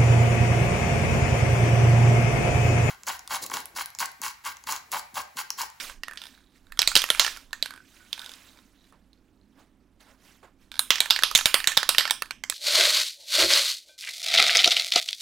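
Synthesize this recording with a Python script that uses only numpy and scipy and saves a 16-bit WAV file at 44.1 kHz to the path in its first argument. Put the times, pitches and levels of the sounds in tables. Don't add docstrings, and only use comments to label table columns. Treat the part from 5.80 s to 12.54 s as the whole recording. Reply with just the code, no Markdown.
import sys
import numpy as np
from scipy import signal
from scipy.io import wavfile
from scipy.ndimage import uniform_filter1d

SR = 44100
rng = np.random.default_rng(int(sys.argv[2]) if len(sys.argv) > 2 else 0)


def boost(x):
    u = np.asarray(x, float) / 20
    return 10 ** u


def transcribe(u):
    v = np.clip(np.atleast_2d(u).T, -1, 1)
    q = np.round(v * 32767).astype(np.int16)
    wavfile.write(sys.argv[1], SR, q)


N = 297234

# pitch_hz, level_db (per Hz)
ROOM_TONE = [(20, -11), (45, -9.5), (150, -13), (270, -5), (432, -19), (1200, -29), (8000, -51),
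             (16500, -55.5)]
# pitch_hz, level_db
DRONE_TONES = [(49, -68), (92, -72.5), (198, -75.5), (261, -71.5)]
# peak_s, rise_s, fall_s, level_db
ARM_SWINGS = [
    (.15, 0.21, 0.17, -51.5),
    (.93, 0.12, 0.24, -52.5),
    (1.17, 0.16, 0.055, -43.5),
    (1.42, 0.24, 0.45, -51.5),
    (4.9, 0.23, 0.98, -62),
    (5.55, 0.26, 0.47, -52.5),
    (6.1, 0.65, 0.96, -67),
]
# pitch_hz, level_db (per Hz)
LIQUID_COLOUR = [(590, -38), (1000, -8), (1540, -0.5), (2150, -0.5), (3460, -1), (7880, -7), (16000, -13.5)]
# time_s, level_db
LIQUID_EFFORT = [(0, -34.5), (.095, -44.5), (.21, -75.5), (.45, -54), (.68, -73.5), (.95, -69),
                 (1.25, -45.5), (1.5, -40), (1.7, -69.5), (1.9, -63.5), (2.04, -71), (2.9, -76.5),
                 (4.9, -82), (5.08, -62), (5.3, -48), (6.2, -54), (6.6, -85), (6.74, -66)]
# peak_s, rise_s, fall_s, rustle_db, rub_db
HAND_BRUSHES = [(.77, 0.049, 0.025, -67.5, -93), (2.17, 0.18, 0.17, -59.5, -78),
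                (2.43, 0.19, 0.46, -52, -63), (2.68, 0.081, 0.022, -64.5, -79),
                (2.78, 0.098, 0.049, -74.5, -69.5), (3.1, 0.13, 0.033, -71, -80.5),
                (3.13, .008, 0.055, -84.5, -61), (3.8, 0.062, 0.082, -66, -61),
                (4.207, 0.011, 0.069, -58.5, -64), (4.3, 0.075, 0.077, -63.5, -59.5),
                (4.48, .11, 0.17, -58.5, -66), (4.632, .006, 0.074, -66.5, -51.5),
                (4.82, 0.035, 0.1, -66, -81.5)]
# peak_s, rise_s, fall_s, level_db
DOME_ROLLS = [
    (.55, 0.065, 0.28, -65.5),
    (2.4, .07, 0.22, -56.5),
    (2.72, 0.15, 0.08, -65),
    (3.02, .08, 0.08, -66),
]
# peak_s, rise_s, fall_s, level_db, pitch_hz
WALL_TRUNDLES = [
    (.3, 0.052, 0.2, -48.5, 1790),
    (.93, 0.07, 0.065, -58, 1600),
    (1.95, 0.14, 0.093, -50, 1526),
    (2.23, 0.12, .07, -57.5, 1500),
    (2.43, 0.1, 0.15, -53, 1496),
    (4.95, 0.031, 0.084, -54.5, 1576),
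]
# pitch_factor, level_db, t60_s
DOME_MODES = [(1.0023, 3.5, 0.0066), (0.872, -9, 0.015), (0.66, -11, 0.0083), (1.14, -7.5, 0.009)]
# pitch_factor, level_db, t60_s
WALL_MODES = [(1.0, -4, 0.012), (.8, -7, 0.011), (0.69, -7, 0.0074), (1.5, -5.5, 0.011), (1, -19.5, .06)]
# pitch_factor, level_db, t60_s
BODY_MODES = [(1.4, -0.5, 0.027), (0.57, -9.5, 0.02), (1.45, -14, 0.015)]
# start_s, dome_db, wall_db, crack_db, dome_hz
BLOWS = [(0.9914, -9, -31.5, -20, 3900), (1.0179, -12, -21.5, -15.5, 3915),
         (1.075, -5.5, -20, -12, 4000), (1.1539, -4, -28, -10, 3000), (1.164, -0.5, -21, -20, 3896),
         (1.1733, -10, -25.5, -13.5, 3895), (1.2186, -15, -27, -22, 3353),
         (1.3023, -4.5, -16, -13, 3512), (1.3958, -1.5, -27, -10.5, 3418),
         (1.8257, -8.5, -25, -24.5, 3930), (2.3294, -16.5, -29, -29, 3600),
         (4.9928, -10, -17, -12.5, 4030), (5.1051, -4, -36, -11, 3320), (5.2042, -4, -14.5, -10, 3894),
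              (5.3067, -1.5, -48, -13, 3487), (5.4349, -6.5, -12, -13.5, 3590),
              (5.5129, -24.5, -24, -26.5, 4840), (5.5505, -4.5, -9, -12, 3515),
              (5.5566, -1.5, -18, -17, 3617), (5.576, -27, -33, -12.5, 2900),
              (5.6571, -3.5, -16, -11.5, 3810), (5.7424, -3, -48, -9, 3310),
              (5.873, -4.5, -15, -13.5, 3850), (5.9738, -1.5, -19.5, -12, 3886),
              (6.091, -5, -30, -8.5, 3860), (6.1824, -1, -36, -10.5, 3765), (6.253, -23, -17.5, -35, 2500),
              (6.3085, -8, -23, -13, 3760), (6.4216, -15, -17, -18, 2680),
              (6.5085, -20, -20.5, -29.5, 4220), (6.6987, -16.5, -24, -15.5, 3680)]
# start_s, clack_db, clack_hz, crack_hz, wall_hz
BLOW_LANDINGS = [(0.9914, -9.5, 5500, 7250, 2150), (1.0179, -14, 4790, 12130, 2560),
                 (1.075, -19, 4440, 7010, 2500), (1.1539, -10, 4950, 7010, 2570),
                 (1.164, -9.5, 4950, 11330, 2640), (1.1733, -21.5, 4778, 13040, 2590),
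                 (1.2186, -32, 6560, 8300, 2370), (1.3023, -16.5, 4400, 9920, 1390),
                 (1.3958, -5.5, 5150, 7010, 1710), (1.8257, -27.5, 5570, 7860, 2030),
                 (2.3294, -27.5, 4680, 9370, 2550), (4.9928, -21, 4620, 9700, 1580),
                 (5.1051, -10, 4550, 8780, 2560), (5.2042, -21, 5330, 8060, 2420),
                 (5.3067, -5, 4780, 12120, 2580), (5.4349, -17.5, 4610, 9560, 1760),
                 (5.5129, -31, 5100, 13000, 1250), (5.5505, -13, 6470, 9430, 2600),
                 (5.5566, -21, 4300, 11410, 2540), (5.576, -21.5, 4600, 6930, 2280),
                 (5.6571, -11.5, 5640, 9370, 2380), (5.7424, -7, 4570, 9270, 2210),
                 (5.873, -16, 5670, 7840, 2040), (5.9738, -7, 4705, 12960, 2070),
                 (6.091, -13.5, 4780, 9160, 1920), (6.1824, -9.5, 4810, 8330, 2340),
                 (6.253, -31.5, 4710, 7960, 2170), (6.3085, -20.5, 5840, 9280, 1790),
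                 (6.4216, -26, 4520, 11000, 1820), (6.5085, -28.5, 4420, 7900, 1514),
                 (6.6987, -23.5, 5440, 7700, 2430)]
# start_s, dome_db, wall_db,
# wall_hz
TAPS = [(.0975, -36, -32, 1130), (0.2344, -35, -21.5, 1850), (0.2822, -33.5, -25.5, 1870),
        (.311, -47, -30.5, 1610), (0.3738, -31.5, -33, 1810), (0.8685, -48, -52.5, 1500),
        (0.9217, -35.5, -30.5, 1760), (.9735, -34.5, -34, 1400), (1.028, -20.5, -19.5, 2260),
        (1.1164, -33, -19, 1470), (1.1926, -27.5, -41.5, 2090), (1.2401, -22, -15.5, 1845),
        (1.2635, -39, -35.5, 1710), (1.289, -32, -24.5, 1580), (1.3482, -29, -18.5, 1620),
        (1.374, -45.5, -31.5, 1260), (1.417, -19, -22, 1390), (1.4472, -15, -16, 1780),
        (1.4648, -26, -16, 1840), (1.478, -39, -19.5, 1720), (1.5637, -37.5, -38, 1610),
        (1.5719, -42, -30.5, 1400), (1.7083, -50, -46, 1067), (1.7304, -26.5, -20, 1784),
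        (1.859, -25, -28.5, 1560), (1.9071, -39, -28, 1560), (2.2501, -59.5, -50, 1490),
        (2.7731, -48.5, -47.5, 2300), (2.7886, -45, -49, 1410), (3.1243, -70.5, -45.5, 1170),
        (4.9168, -29.5, -31, 1580), (5.1571, -20, -19.5, 1770), (5.183, -25, -26, 2050),
             (5.258, -27, -20, 1750), (5.302, -31, -33, 1330), (5.362, -18, -22, 2230),
             (5.39, -33, -19, 1840), (5.4235, -21, -23, 1610), (5.5887, -15, -15, 1640),
             (5.6103, -20, -19, 1400), (5.8023, -20.5, -22.5, 1780), (5.8423, -21.5, -20.5, 1890),
             (5.918, -39, -19.5, 1750), (5.9701, -20, -20.5, 1186), (6.0305, -21, -16.5, 1810),
             (6.1476, -21, -20, 1810), (6.197, -15, -25, 2260), (6.208, -17, -16, 1930),
             (6.2769, -32, -19, 1790), (6.2983, -25, -23.5, 2220), (6.458, -50, -35, 1750),
             (6.6376, -28.5, -21, 2033), (6.7237, -28, -28, 1670)]
# start_s, clack_db, clack_hz, crack_hz, dome_hz
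TAP_LANDINGS = [(0.0975, -47, 6560, 8240, 2800), (0.2349, -36, 5060, 6800, 4390),
                (0.2823, -44, 4580, 7040, 3590), (0.311, -46, 4670, 8800, 3390),
                (0.3743, -36.5, 4520, 10300, 3500), (0.8692, -68, 4510, 9540, 3820),
                (0.9221, -48, 4450, 10700, 3950), (0.9735, -52, 4400, 9600, 3320),
                (1.0283, -30, 4460, 7010, 2700), (1.1161, -36, 4510, 8820, 3880),
                (1.1935, -30.5, 5580, 11350, 3260), (1.2403, -27.5, 5160, 11300, 2760),
                (1.2635, -40.5, 6630, 8820, 2900), (1.2893, -44.5, 5530, 7600, 3600),
                (1.3483, -40, 6640, 9000, 2700), (1.3743, -37.5, 4400, 10870, 3880),
                (1.4174, -23, 4740, 7890, 2970), (1.4474, -33.5, 6920, 7010, 3000),
                (1.4648, -24, 4440, 9400, 2770), (1.478, -46, 5460, 7500, 3550),
                (1.5631, -50, 4790, 7280, 2820), (1.5724, -42, 5540, 11090, 3190),
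                (1.7083, -65, 5010, 7410, 3630), (1.7305, -35, 5440, 7330, 4080),
                (1.859, -33, 4400, 8550, 3930), (1.9071, -40, 4400, 8770, 4390),
                (2.2501, -60, 5030, 7360, 3940), (2.7731, -58, 4860, 7910, 3770),
                (2.7886, -62, 4570, 12530, 3710), (3.1243, -75, 4570, 10550, 3930),
                (4.9168, -44, 4400, 8200, 3710), (5.1575, -28, 5390, 7040, 3490),
                     (5.1835, -30, 5060, 7060, 3200), (5.258, -31, 4700, 7870, 2700),
                     (5.302, -21.5, 4500, 8150, 3170), (5.3618, -22.5, 4300, 9960, 3000),
                     (5.3898, -35, 6100, 7010, 2700), (5.4235, -33, 4480, 8420, 4360),
                     (5.5884, -34, 5520, 9040, 2800), (5.6103, -40, 4530, 7080, 3730),
                     (5.8021, -36, 4870, 7010, 3770), (5.8425, -29, 4610, 9430, 2700),
                     (5.918, -35, 4360, 8270, 3880), (5.9701, -17.5, 5200, 12730, 3700),
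                     (6.0306, -22, 4940, 7010, 4000), (6.1478, -32, 5140, 9330, 2700),
                     (6.197, -38, 4380, 7190, 3770), (6.208, -28, 4400, 7530, 3960),
                     (6.2771, -30, 4960, 7240, 3010), (6.2985, -40, 4500, 7640, 3830),
                     (6.458, -52, 4530, 7390, 3410), (6.6378, -31.5, 6160, 7600, 4390),
                     (6.7237, -47, 6370, 7420, 3840)]
# first_s, last_s, gap_s, dome_db, wall_db
CHATTER_RUNS = [
    (.3344, .3579, .023, -43, -32),
    (.4173, 0.468, 0.016, -28.5, -37),
    (0.54, .6283, 0.027, -59, -48.5),
    (1.938, 1.976, .02, -40.5, -34),
    (2.378, 2.436, 0.021, -40, -33.5),
    (2.461, 2.5374, 0.0276, -28.5, -44),
    (4.941, 4.977, 0.013, -32.5, -36.5),
]
# start_s, level_db, pitch_hz
DOME_TICKS = [(2.3935, -26.5, 3670), (2.4169, -34, 3680), (2.4443, -33.5, 3410), (2.6948, -49, 3680),
              (2.7207, -54, 3660), (2.9764, -56.5, 4070), (2.9964, -61, 3980), (3.0174, -55, 3840),
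              (3.042, -50, 3840), (3.0724, -60.5, 4100), (3.3313, -49, 4030), (3.3754, -59.5, 4290),
              (3.5744, -64, 4280), (3.6134, -57.5, 4170), (3.6314, -64, 4300), (3.6574, -67, 4220)]
# start_s, body_db, body_hz, thump_db, tail_db
GRIP_KNOCKS = [(0.0975, -41, 1120, -64, 6.5), (0.2349, -51, 1120, -58, -3.5),
               (0.9914, -41, 1120, -50, -1.5), (1.0179, -40, 1050, -47, -2.5), (1.075, -29.5, 447, -47, 1),
               (1.1539, -29, 1090, -37, -2), (1.164, -30, 397, -36, -1), (1.1733, -31, 990, -40, -3),
               (1.2186, -44.5, 955, -59, -1), (1.3023, -26, 444, -36, 1.5), (1.3958, -31.5, 464, -38, -0.5),
               (1.7305, -48.5, 1040, -55, 1.5), (1.8257, -37.5, 450, -55, -3.5),
               (2.3294, -48, 700, -59, -2), (4.9928, -35, 950, -62.5, -1), (5.1051, -39, 1070, -48, 0),
               (5.2042, -28, 660, -62, 0), (5.3067, -30, 1110, -45, -2), (5.4349, -33, 1070, -55, 0.5),
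               (5.5129, -36.5, 900, -58, 0), (5.5505, -33, 1000, -38, 1), (5.5566, -46, 930, -39, -1.5),
               (5.576, -37, 1080, -48, -1.5), (5.6571, -29.5, 440, -56, 0.5),
               (5.7424, -29.5, 449, -40, 0.5), (5.873, -29, 430, -36, 3.5), (5.9738, -26, 425, -27, -3.5),
               (6.091, -27, 1080, -52, -0.5), (6.1824, -30, 410, -38, 0.5), (6.253, -25.5, 1100, -48, 3.5),
               (6.3085, -32, 700, -58, 1), (6.4216, -34, 1050, -50, -4.5), (6.5085, -54, 1000, -57, -3.5),
               (6.6378, -41.5, 820, -59, -3), (6.6987, -53, 1060, -67, -2)]
# delay_s, level_db
NEAR_ECHOES = [
    (.0022, -22),
    (.0095, -19),
]
# pitch_hz, level_db, t60_s
ROOM_TAIL = [(307, -12.5, 0.13), (980, 4.5, 0.2), (2910, 3.5, 0.29), (5340, 0, 0.27), (9450, -1, .23),
             (15200, -7.5, 0.28)]

GENTLE_DULL = 0.65
FIRM_DB = -39.5


def evened(x):
    return x / np.sqrt(np.mean(x ** 2) + 1e-20)


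def read(points, hz, column=1):
    table = np.transpose(points)
    return np.interp(np.log(hz + 1), np.log(table[0] + 1), table[column])


def motion(table):
    time_s, level_db = np.transpose(table)
    return np.interp(np.arange(N) / SR, time_s, level_db)


def humps(table, column=3):
    t = np.linspace(0, N / SR, num=3000)
    table = np.transpose(table)[:, :, None]
    peak_s, rise_s, fall_s = table[:3]
    away = np.maximum((peak_s - t) / rise_s, (t - peak_s) / fall_s)
    level_db = table[column] - 20 * np.minimum(away, 4) ** 1.3
    return np.interp(np.arange(N) / SR, t, boost(level_db).sum(0))


def add(mix, s, sound):
    part = mix[round(s * SR):][:len(sound)]
    part += sound[:len(part)]


def filtered(x, order, hz, kind="low"):
    return signal.sosfilt(signal.butter(order, hz, kind, fs=SR, output="sos"), x)


def coloured_noise(colour, size, patchy_db):
    hz = np.fft.rfftfreq(size, 1 / SR)[:, None]
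    frames = N * 4 // size + 5
    a, b, patches = rng.standard_normal((frames, len(hz), 3)).T
    patches = uniform_filter1d(uniform_filter1d(patches, 6, 0), 8, 1)
    z = (a + 1j * b) * boost(read(colour, hz) + patchy_db * evened(patches))
    return signal.istft(z, nperseg=size, noverlap=size * 3 // 4)[1][:N]


def bumps(spread_db, per_s):
    size = boost(spread_db * rng.exponential(1, N))
    return size * rng.choice([-1, 1], N) * (rng.random(N) < per_s / SR)


def air():
    hush = boost(-64.5) * evened(coloured_noise(ROOM_TONE, size=4096, patchy_db=1.2))
    lumps = evened(filtered(rng.standard_normal(N), 2, [10, 30], "band"))
    still_air_db = -72.5
    return hush + (boost(still_air_db) + humps(ARM_SWINGS)) * lumps


def drone():
    out, t = np.zeros(N), np.arange(N) / SR
    for (hz, db), wander in zip(DRONE_TONES, rng.standard_normal((len(DRONE_TONES), 2, 60))):
        level_sway, pitch_sway = [np.interp(t, np.linspace(0, t[-1], len(w)), w) for w in wander]
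        phase = 2 * np.pi * np.cumsum(hz + 2.5 * pitch_sway) / SR
        out += boost(db + 2.1 * level_sway) * np.sin(phase)
    return out


def slosh():
    wash = evened(coloured_noise(LIQUID_COLOUR, size=256, patchy_db=3.0))
    rub = evened(filtered(rng.standard_normal(N), 2, [420, 1600], "band"))
    drops = boost(2.0 * rng.exponential(1, N)) * (rng.random(N) < 900 / SR)
    flicker = evened(1.2 + 0.2 * evened(signal.lfilter([1], [1, -.985], drops)))
    effort_db = motion(LIQUID_EFFORT)
    grip_db = -24.5 + 0.73 * effort_db
    wet = (boost(effort_db) + humps(HAND_BRUSHES)) * wash
    dull = (boost(grip_db) + humps(HAND_BRUSHES, column=4)) * rub
    return flicker * (wet + dull)


def ring(modes, chance, pitch_hz, damp=1.0, blow_db=0.0):
    t = np.arange(1536) / SR
    hz, db, t60 = np.transpose(modes)[:, :, None]
    side = np.arange(len(hz))[:, None] > 0
    hz_luck, db_luck, phase = chance[:len(hz)].T[:, :, None]
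    hz = hz * pitch_hz * (1 + .04 * hz_luck * side)
    size = boost(db + (2.0 * db_luck + .14 * blow_db) * side)
    contact_s = 0.00015 * (2.0 - blow_db / 15)
    fade = boost(-60 * t * damp / t60) * (1 - np.exp(-t / contact_s))
    tones = size * fade * np.sin(2 * np.pi * hz * t + phase)
    return tones.sum(0) / np.linalg.norm(size)


def roll():
    dome = ring(DOME_MODES[:4], rng.standard_normal((6, 3)), 3850, damp=1.3, blow_db=-49.5)
    return humps(DOME_ROLLS) * evened(signal.oaconvolve(bumps(2.9, per_s=160), dome)[:N])


def trundle():
    wall_bumps = bumps(3.0, per_s=300)
    t, out = np.arange(4096) / SR, np.zeros(N)
    t60_s = 0.041
    for row in WALL_TRUNDLES:
        note = boost(-60 * t / t60_s) * np.sin(2 * np.pi * row[4] * t)
        out += humps([row]) * evened(signal.oaconvolve(wall_bumps, note)[:N])
    return out


def dulling_db(top_db):
    return GENTLE_DULL * min(top_db - FIRM_DB, 0)


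def crack_db(dome_db, wall_db):
    top_db = max(dome_db, wall_db)
    return top_db - 11 + dulling_db(top_db)


def loose(s, dome_db, wall_db, dome_hz, wall_hz):
    clack_db = dome_db - 12.0 + dulling_db(max(dome_db, wall_db))
    clack_hz, crack_hz = 4920, 9300
    return (s, dome_db, wall_db, crack_db(dome_db, wall_db), dome_hz, wall_hz, clack_db, clack_hz, crack_hz)


def chatter():
    rows, wall_hz, dome_hz = [], 1580, 3520
    fade_db, uneven_db, hurry = -7.5, -0.5, 0.36
    chances = rng.standard_normal((len(CHATTER_RUNS), 8, 3))
    for (first, last, gap, dome_db, wall_db), lucks in zip(CHATTER_RUNS, chances):
        span = last - first
        for along, luck in zip(np.linspace(0, 1, round(span / gap) + 1), lucks):
            db = fade_db * along + uneven_db * luck[0]
            early = along * (1 - along) * (hurry * span + 0.17 * gap * luck[1])
            s = first + along * span + early
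            rows.append(loose(s, dome_db + db, wall_db + db,
                              dome_hz * (1 + 0.043 * luck[2]), wall_hz * (1 + 0.02 * luck[1])))
    return rows


def strikes():
    rows = []
    for blow, spot in zip(BLOWS, BLOW_LANDINGS):
        rows.append((*blow, spot[4], *spot[1:4]))
    for s, db, hz in DOME_TICKS:
        rows.append(loose(s, db + 1, db - 18, hz, 1580))
    taps, landings = TAPS, TAP_LANDINGS
    for (s, dome_db, wall_db, wall_hz), spot in zip(taps, landings):
        rows.append((s, dome_db, wall_db, crack_db(dome_db, wall_db), spot[4], wall_hz, *spot[1:4]))
    return rows + chatter()


def knock(row):
    near = min(GRIP_KNOCKS, key=lambda k: abs(k[0] - row[0]))
    if abs(near[0] - row[0]) < .003:
        return near
    body_db = 1.2 * max(row[1], row[2]) - 28.5
    return row[0], body_db, 700, -90, 0


def strike(row, grip, chance, grit, damp):
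    s, dome_db, wall_db, tick_db, dome_hz, wall_hz, clack_db, clack_hz, crack_hz = row
    crack_grit, clack_grit = grit
    blow_db, t = min(max(dome_db, wall_db), 0), np.arange(grit.shape[1]) / SR
    sound = boost(dome_db + 7.0) * ring(DOME_MODES, chance[0], dome_hz, damp, blow_db)
    sound += boost(wall_db + 5.0) * ring(WALL_MODES, chance[1], wall_hz, damp, blow_db)
    crack = evened(crack_grit + 0.8 * np.sin(2 * np.pi * crack_hz * t))
    sound += boost(tick_db + 1.0 - 60 * t * damp / 0.0072) * crack * np.sqrt(damp)
    sound *= boost(0.29 * max(blow_db + 9.5, 0))
    clack = evened((0.9 + clack_grit) * np.sin(2 * np.pi * clack_hz * t))
    sound += boost(clack_db + 4 - 60 * t * damp / 0.0097) * clack * np.sqrt(damp)
    return sound + boost(grip[1] + 4.5) * ring(BODY_MODES, chance[2], grip[2], damp)


def ball():
    direct, blunt, thumps = np.zeros((3, N))
    rows, t = strikes(), np.arange(1536) / SR
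    chances = rng.standard_normal((len(rows), 3, 6, 3))
    cracks = evened(filtered(rng.standard_normal((len(rows), 1536)), 2, [5300, 14000], "band"))
    clacks = evened(filtered(rng.standard_normal((len(rows), 1536)), 2, 1500))
    for row, chance, grit in zip(rows, chances, np.stack([cracks, clacks], axis=1)):
        grip = knock(row)
        thump_hz, thump_t60_s = 150, .025
        thump = boost(grip[3] + 1 - 60 * t / thump_t60_s) * np.sin(2 * np.pi * thump_hz * t)
        add(thumps, row[0], thump)
        add(direct, row[0], strike(row, grip, chance, grit, damp=0.94))
        add(blunt, row[0], boost(grip[4]) * strike(row, grip, chance, grit, damp=4.2))
    return filtered(direct, 3, 300, "high") + thumps, filtered(blunt, 3, 300, "high")


def room(direct, blunt):
    near = direct.copy()
    for s, db in NEAR_ECHOES:
        add(near, s, boost(db) * direct)
    hz, t, z = signal.stft(rng.standard_normal((3, SR // 2)), SR, nperseg=128)
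    shape = boost(read(ROOM_TAIL, hz)[:, None] - 60 * t / read(ROOM_TAIL, hz, column=2)[:, None])
    tails = signal.istft(z * shape, SR, nperseg=128)[1]
    tails *= 1 + 3.0 * np.exp(-np.arange(tails.shape[1]) / SR / 0.0027)
    tails /= np.linalg.norm(tails[0])
    turns_per_s = 3.1
    turn = 2 * np.pi * (turns_per_s * np.arange(N) / SR + np.arange(3)[:, None] / 3)
    fed = np.sqrt(2 / 3) * np.cos(turn) * blunt
    wet_db = -1.0
    return near + boost(wet_db) * signal.fftconvolve(fed, tails, axes=1).sum(0)[:N]


def scene():
    background = air() + drone()
    can = slosh() + roll() + trundle() + room(*ball())
    return np.ones((2, 1)) * (background + can)


def band_limit(x):
    return signal.sosfilt(signal.butter(12, 16970, fs=SR, output="sos"), x)


def record(dry):
    fed = dry * boost(np.array([[-4.5], [3.0]]))
    ceiling = np.array([[.52], [.7]])
    flat = fed / (1 + abs(fed / ceiling) ** 6.0) ** (1 / 6.0)
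    low_pass = signal.firwin(127, 16300, fs=SR)
    mix = signal.oaconvolve(flat, low_pass[None], "same")
    return band_limit(mix)


dry = scene()
out = record(dry)
transcribe(out)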